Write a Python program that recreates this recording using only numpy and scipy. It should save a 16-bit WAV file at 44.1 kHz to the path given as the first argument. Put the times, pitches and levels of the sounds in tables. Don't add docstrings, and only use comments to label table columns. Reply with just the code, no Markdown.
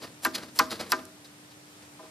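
import sys
import numpy as np
from scipy import signal
from scipy.fft import rfft, irfft, next_fast_len
from scipy.io import wavfile

SR = 44100
rng = np.random.default_rng(int(sys.argv[2]) if len(sys.argv) > 2 else 0)


def gain_from_db(level_db):
    decades = np.asarray(level_db, float) / 20
    return 10 ** decades


def unload_audio(sound):
    columns = np.transpose(np.atleast_2d(sound))
    steps = np.round(np.clip(columns, -1, 1) * 32767)
    wavfile.write(sys.argv[1], SR, steps.astype(np.int16))


N = 92610
T = np.arange(N) / SR


def rms_one(x):
    return x / np.sqrt(np.mean(x ** 2) + 1e-20)


def at_hz(points, hz):
    table = np.array(points)
    return np.interp(np.log(hz), np.log(table[:, 0]), table[:, 1])


def drift(rate_hz):
    step = 40
    r = np.exp(-2 * np.pi * rate_hz * step / SR)
    slow = signal.lfilter([1], [1, -2 * r, r * r], rng.standard_normal(N // step + 2002))[2000:]
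    return np.interp(np.arange(N) / step, np.arange(len(slow)), rms_one(slow))


def resonate(x, hz, width_hz):
    r = np.exp(-np.pi * width_hz / SR)
    zeros = np.array([1, 0, -1]) * (1 - r * r) / 2
    poles = [1, -2 * r * np.cos(2 * np.pi * hz / SR), r * r]
    return signal.lfilter(zeros, poles, x + 1e-18)


def body(x, peaks):
    return sum((-1) ** k * gain_from_db(db) * resonate(x, hz, width) for k, (hz, width, db) in enumerate(peaks))


def swell(s, rise, t60):
    attack = np.clip(1 + (T - s) / max(rise, 1e-4), 0, 1) ** 2
    return attack * gain_from_db(-60 * np.maximum(T - s, 0) / max(t60, 1e-3))


def bands(length):
    edges = 30 * 2 ** np.arange(0, 9.4, .5)
    white = rng.standard_normal((2, 2, length))
    out = []
    for k, (a, b) in enumerate(zip(edges, edges[1:])):
        sos = signal.butter(2, [a, b], "band", fs=SR, output="sos")
        out.append((np.sqrt(a * b), signal.sosfilt(sos, white[k % 2])))
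    return out


def spread(pair, alike):
    alike = np.clip(alike, -1, 1)
    return np.sqrt(1 + alike) * pair[0] + np.sqrt(1 - alike) * pair[1] * [[1], [-1]]


def background():
    # (frequency [Hz], density [dB per Hz])
    air_density = [(15, -95), (25, -85), (102, -5), (229, -6), (301, -15.5), (326, -9.5), (8590, -20),
                   (13200, -26.5), (16000, -64)]
    # (frequency [Hz], likeness [-1 to 1])
    likeness = [(60, 0.95), (240, 1), (950, 0.36), (3770, 0.024), (15000, 0.78)]
    far_lag = 10
    slow = drift(0.75)
    air = 0
    for hz, pair in bands(N):
        level_db = at_hz(air_density, hz) + 0.27 * slow + 0.54 * drift(9)
        air = air + gain_from_db(level_db) * spread(pair, at_hz(likeness, hz))
    air = signal.sosfilt(signal.butter(12, 13800, fs=SR, output="sos"), air)
    hum_hz = 299 + 2.0 * drift(4.05)
    hum = gain_from_db(-55.5 + 0.5 * drift(12)) * np.sin(2 * np.pi * np.cumsum(hum_hz) / SR)
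    far = gain_from_db(-52.5) * rms_one(air) + hum
    return np.stack([far[0], np.roll(far[1], far_lag)])


def yard(x):
    # (frequency [Hz], t60 [s])
    yard_t60 = [(200, 0.58), (1000, 0.45), (4000, 0.46), (12000, 0.84)]
    # (frequency [Hz], level [dB])
    yard_db = [(200, -37), (1000, -49.5), (4000, -56.5), (12000, -59.5)]
    # (frequency [Hz], left-right likeness [-1 to 1])
    yard_alike = [(350, .97), (700, .6)]
    t = np.arange(SR // 2) / SR
    tail = 0
    for hz, pair in bands(len(t)):
        decay = gain_from_db(at_hz(yard_db, hz) - 60 * t / at_hz(yard_t60, hz))
        tail = tail + decay * spread(pair, at_hz(yard_alike, hz))
    return signal.fftconvolve(x[None], tail * np.clip(t / 0.0021, 0, 1), axes=1)[:, :N]


def ports(x):
    # (frequency [Hz], lead of left [rad])
    port_phase = [(250, -0.25), (600, 0.24), (1100, 0.64), (2000, 0.98), (4000, 0.28), (6500, -0.68),
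                  (13000, -1.27)]
    size = next_fast_len(N + 4096)
    hz = np.maximum(np.arange(size // 2 + 1) * SR / size, 1)
    turn = at_hz(port_phase, hz) / 2
    return irfft(rfft(x, size) * np.exp(1j * turn * [[1], [-1]]), size)[:, :N]


def ticks():
    tick_s = [.349, .3535, .5899, .5931, .7225, .926, 1.0535, 1.825, 1.8515, 1.246]
    # (peak level [dB], pitch [Hz])
    crumbs = [(-23, 5000), (-19, 5000), (-9, 8000), (-4, 8000), (-26, 6000), (-17, 2200), (-28, 7500),
              (-38, 1800), (-40, 2500), (-40, 3000)]
    out = 0
    for s, (db, hz) in zip(tick_s, crumbs):
        impulse = 1.0 * (np.arange(N) == int(s * SR))
        click = resonate(impulse, hz, 1.2 * hz)
        out = out + gain_from_db(db) * click / click.max()
    return out


def grains():
    snaps_per_s, spread_db = 7000, 3.4
    sizes = gain_from_db(spread_db * np.minimum(rng.exponential(1, N), 5)) * rng.choice([-1, 1], N)
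    return rms_one(sizes * (rng.random(N) < snaps_per_s / SR))


def slides():
    # (start [s], end [s], level [dB])
    runs = [
        (0.219, 0.272, -37.5),
        (0.545, 0.608, -41),
        (0.887, 0.917, -41),
    ]
    # (frequency [Hz], width [Hz], level [dB])
    slide_peaks = [(4350, 6000, -7.5), (6750, 930, -9.5), (7280, 170, -1), (10100, 1100, -3),
                   (12600, 1300, -8)]
    env = 0
    for a, b, db in runs:
        growth = gain_from_db(3 * (T - b) / (b - a) * (T > a))
        env = env + gain_from_db(db) * np.clip((T - a) / 0.018, 0, 1) * growth * (T < b)
    hiss = rms_one(body(grains(), slide_peaks))
    drag = rms_one(resonate(grains(), 420, 830))
    return env * (hiss + gain_from_db(-5.5) * drag)


def scrapes():
    # (time of peak [s], rise [s], fall t60 [s], grit level [dB], log rumble level [dB])
    tears = [(0.036, 0.045, 0.19, -43, -39), (0.352, 0.021, 0.077, -28.5, -43.5),
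             (0.383, 0.06, 0.12, -46.5, -37), (.435, 0.034, .15, -46, -41), (0.486, 0.007, 0.036, -52, -47),
             (.7, 0.0045, 0.067, -45, -67), (0.708, .005, 0.28, -39, -42.5),
             (.716, 0.0051, 0.19, -56, -36.5), (0.723, 0.0028, 0.13, -44.5, -44),
             (0.798, 0.013, 0.41, -46.5, -37), (0.808, 0.017, 0.044, -36, -31.5),
             (0.994, 0.023, 0.08, -68, -40.5), (1.248, .008, .2, -51, -60),
             (1.52, 0.045, 0.12, -58.5, -58.5), (1.829, 0.01, 0.094, -56, -52),
             (2.03, 0.027, 0.45, -66, -53.5)]
    # (frequency [Hz], width [Hz], level [dB])
    grit_peaks = [(1740, 1270, -4.5), (3950, 560, 4), (4740, 650, 4.5), (6640, 5400, -10.5),
                  (9870, 530, -3), (12800, 3800, -14.5)]
    lumps = gain_from_db(1.84 * drift(80))
    blade = rms_one(body(grains(), grit_peaks))
    grit = sum(gain_from_db(db) * swell(s, rise, t60) for s, rise, t60, db, _ in tears) * lumps * blade
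    low = sum(gain_from_db(db) * swell(s, rise, t60) for s, rise, t60, _, db in tears) * lumps
    thud = rms_one(body(grains(), [(227, 267, 1), (830, 2400, -7.5)]))
    rumble = gain_from_db(-1) * low * grains()
    return grit + gain_from_db(-1.5) * low * thud, rumble


def knocks():
    knock_s = [.2492, .5899, .5931, .9199, .99, 1.989, 2.022, 2.048]
    # (crack level [dB], crack brightness [dB], log ring level [dB], centre of ring [Hz])
    jams = [
        (-10, 7, -27, 1190),
        (-5.5, 0, -26, 1074),
        (-8, -6.5, -28, 1160),
        (-5.5, 1.5, -26, 1305),
        (-57, 0, -48.5, 890),
        (-67, 0, -48.5, 770),
        (-62, 0, -52, 560),
        (-58, 0, -57, 830),
    ]
    return [(s, *row) for s, row in zip(knock_s, jams)]


def log_ring(rumble):
    # (frequency [Hz], level [dB], t60 [s])
    modes = [(260, -8, .13), (328, -11, .12), (376, -7, .14), (478, -12, .11), (637, -11, .4),
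             (812, -10, .1), (1008, -3, .11), (1198, 0, .075), (1290, -4, .045), (1405, -7, .06),
             (1580, -1, .08), (1810, -4, .06), (2170, -9, .05), (2590, -13, .04)]
    hits = knocks()
    out, luck = 0, rng.standard_normal((len(hits), len(modes), 2))
    for k, (hz, db, t60) in enumerate(modes):
        lag = .004 + .007 * max(np.log2(1000 / hz), 0)
        push = 0
        for j, (s, _, _, ring_db, centre_hz) in enumerate(hits):
            tilt_db = max(-6 * (np.log2(hz / centre_hz) / .6) ** 2, -11.5)
            level = gain_from_db(ring_db + 0.99 * luck[j, k, 0] + tilt_db)
            tone = np.sin(2 * np.pi * hz * T + 3 * luck[j, k, 1])
            push = push + level * swell(s + lag, lag, .018) * tone
        width_hz = np.log(1000) / np.pi / t60
        force = push * 200 / width_hz + rumble * gain_from_db(8)
        out = out + gain_from_db(db + 1.8 * drift(42)) * resonate(force, hz, width_hz)
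    return out


def crunch():
    wood = grains()
    splinters = rms_one(resonate(resonate(grains(), 4000, 4640), 4000, 4640))
    thump = rms_one(resonate(grains(), 195, 230))
    out = 0
    for s, _, _, db, hz in knocks()[:4]:
        knock = rms_one(resonate(resonate(wood, hz, 1.05 * hz), hz, 1.05 * hz))
        burst = gain_from_db(4) * swell(s + 0.0031, 0.0052, 0.075) * knock
        burst = burst + gain_from_db(-11.5) * swell(s + 0.0013, 0.0015, 0.2) * splinters
        burst = burst + gain_from_db(-18.5) * swell(s + 0.023, 0.045, 0.16) * thump
        out = out + gain_from_db(db) * burst
    return out


def cracks():
    # (frequency [Hz], width [Hz], level [dB])
    crack_peaks = [(4800, 3060, 4.5), (5590, 2500, 0.5), (10250, 500, -12), (11500, 940, -2),
                   (14800, 790, -0.5)]
    t60_s = 0.0088
    noise = rng.standard_normal(N)
    low = sum(gain_from_db(db - bright / 2) * swell(s, 0.0018, t60_s) for s, db, bright, _, _ in knocks())
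    high = sum(gain_from_db(db + bright / 2) * swell(s, 0.00062, t60_s) for s, db, bright, _, _ in knocks())
    low_crack = resonate(body(noise * low, crack_peaks[:2]), 4800, 3300)
    return gain_from_db(2.5) * low_crack + body(noise * high, crack_peaks[2:])


def scene():
    grit, rumble = scrapes()
    work = cracks() + crunch() + log_ring(rumble) + grit + slides() + ticks()
    direct = ports(work * gain_from_db([[.2], [-.2]]))
    return direct + yard(work) + background()


def roll_off(x):
    return signal.sosfilt(signal.butter(12, 16800, fs=SR, output="sos"), x)


def record(dry):
    top = signal.sosfilt(signal.butter(12, 14430, fs=SR, output="sos"), dry)
    mix = signal.sosfilt(signal.butter(2, 60, "high", fs=SR, output="sos"), top)
    return roll_off(mix)


dry = scene()
out = record(dry)
unload_audio(out)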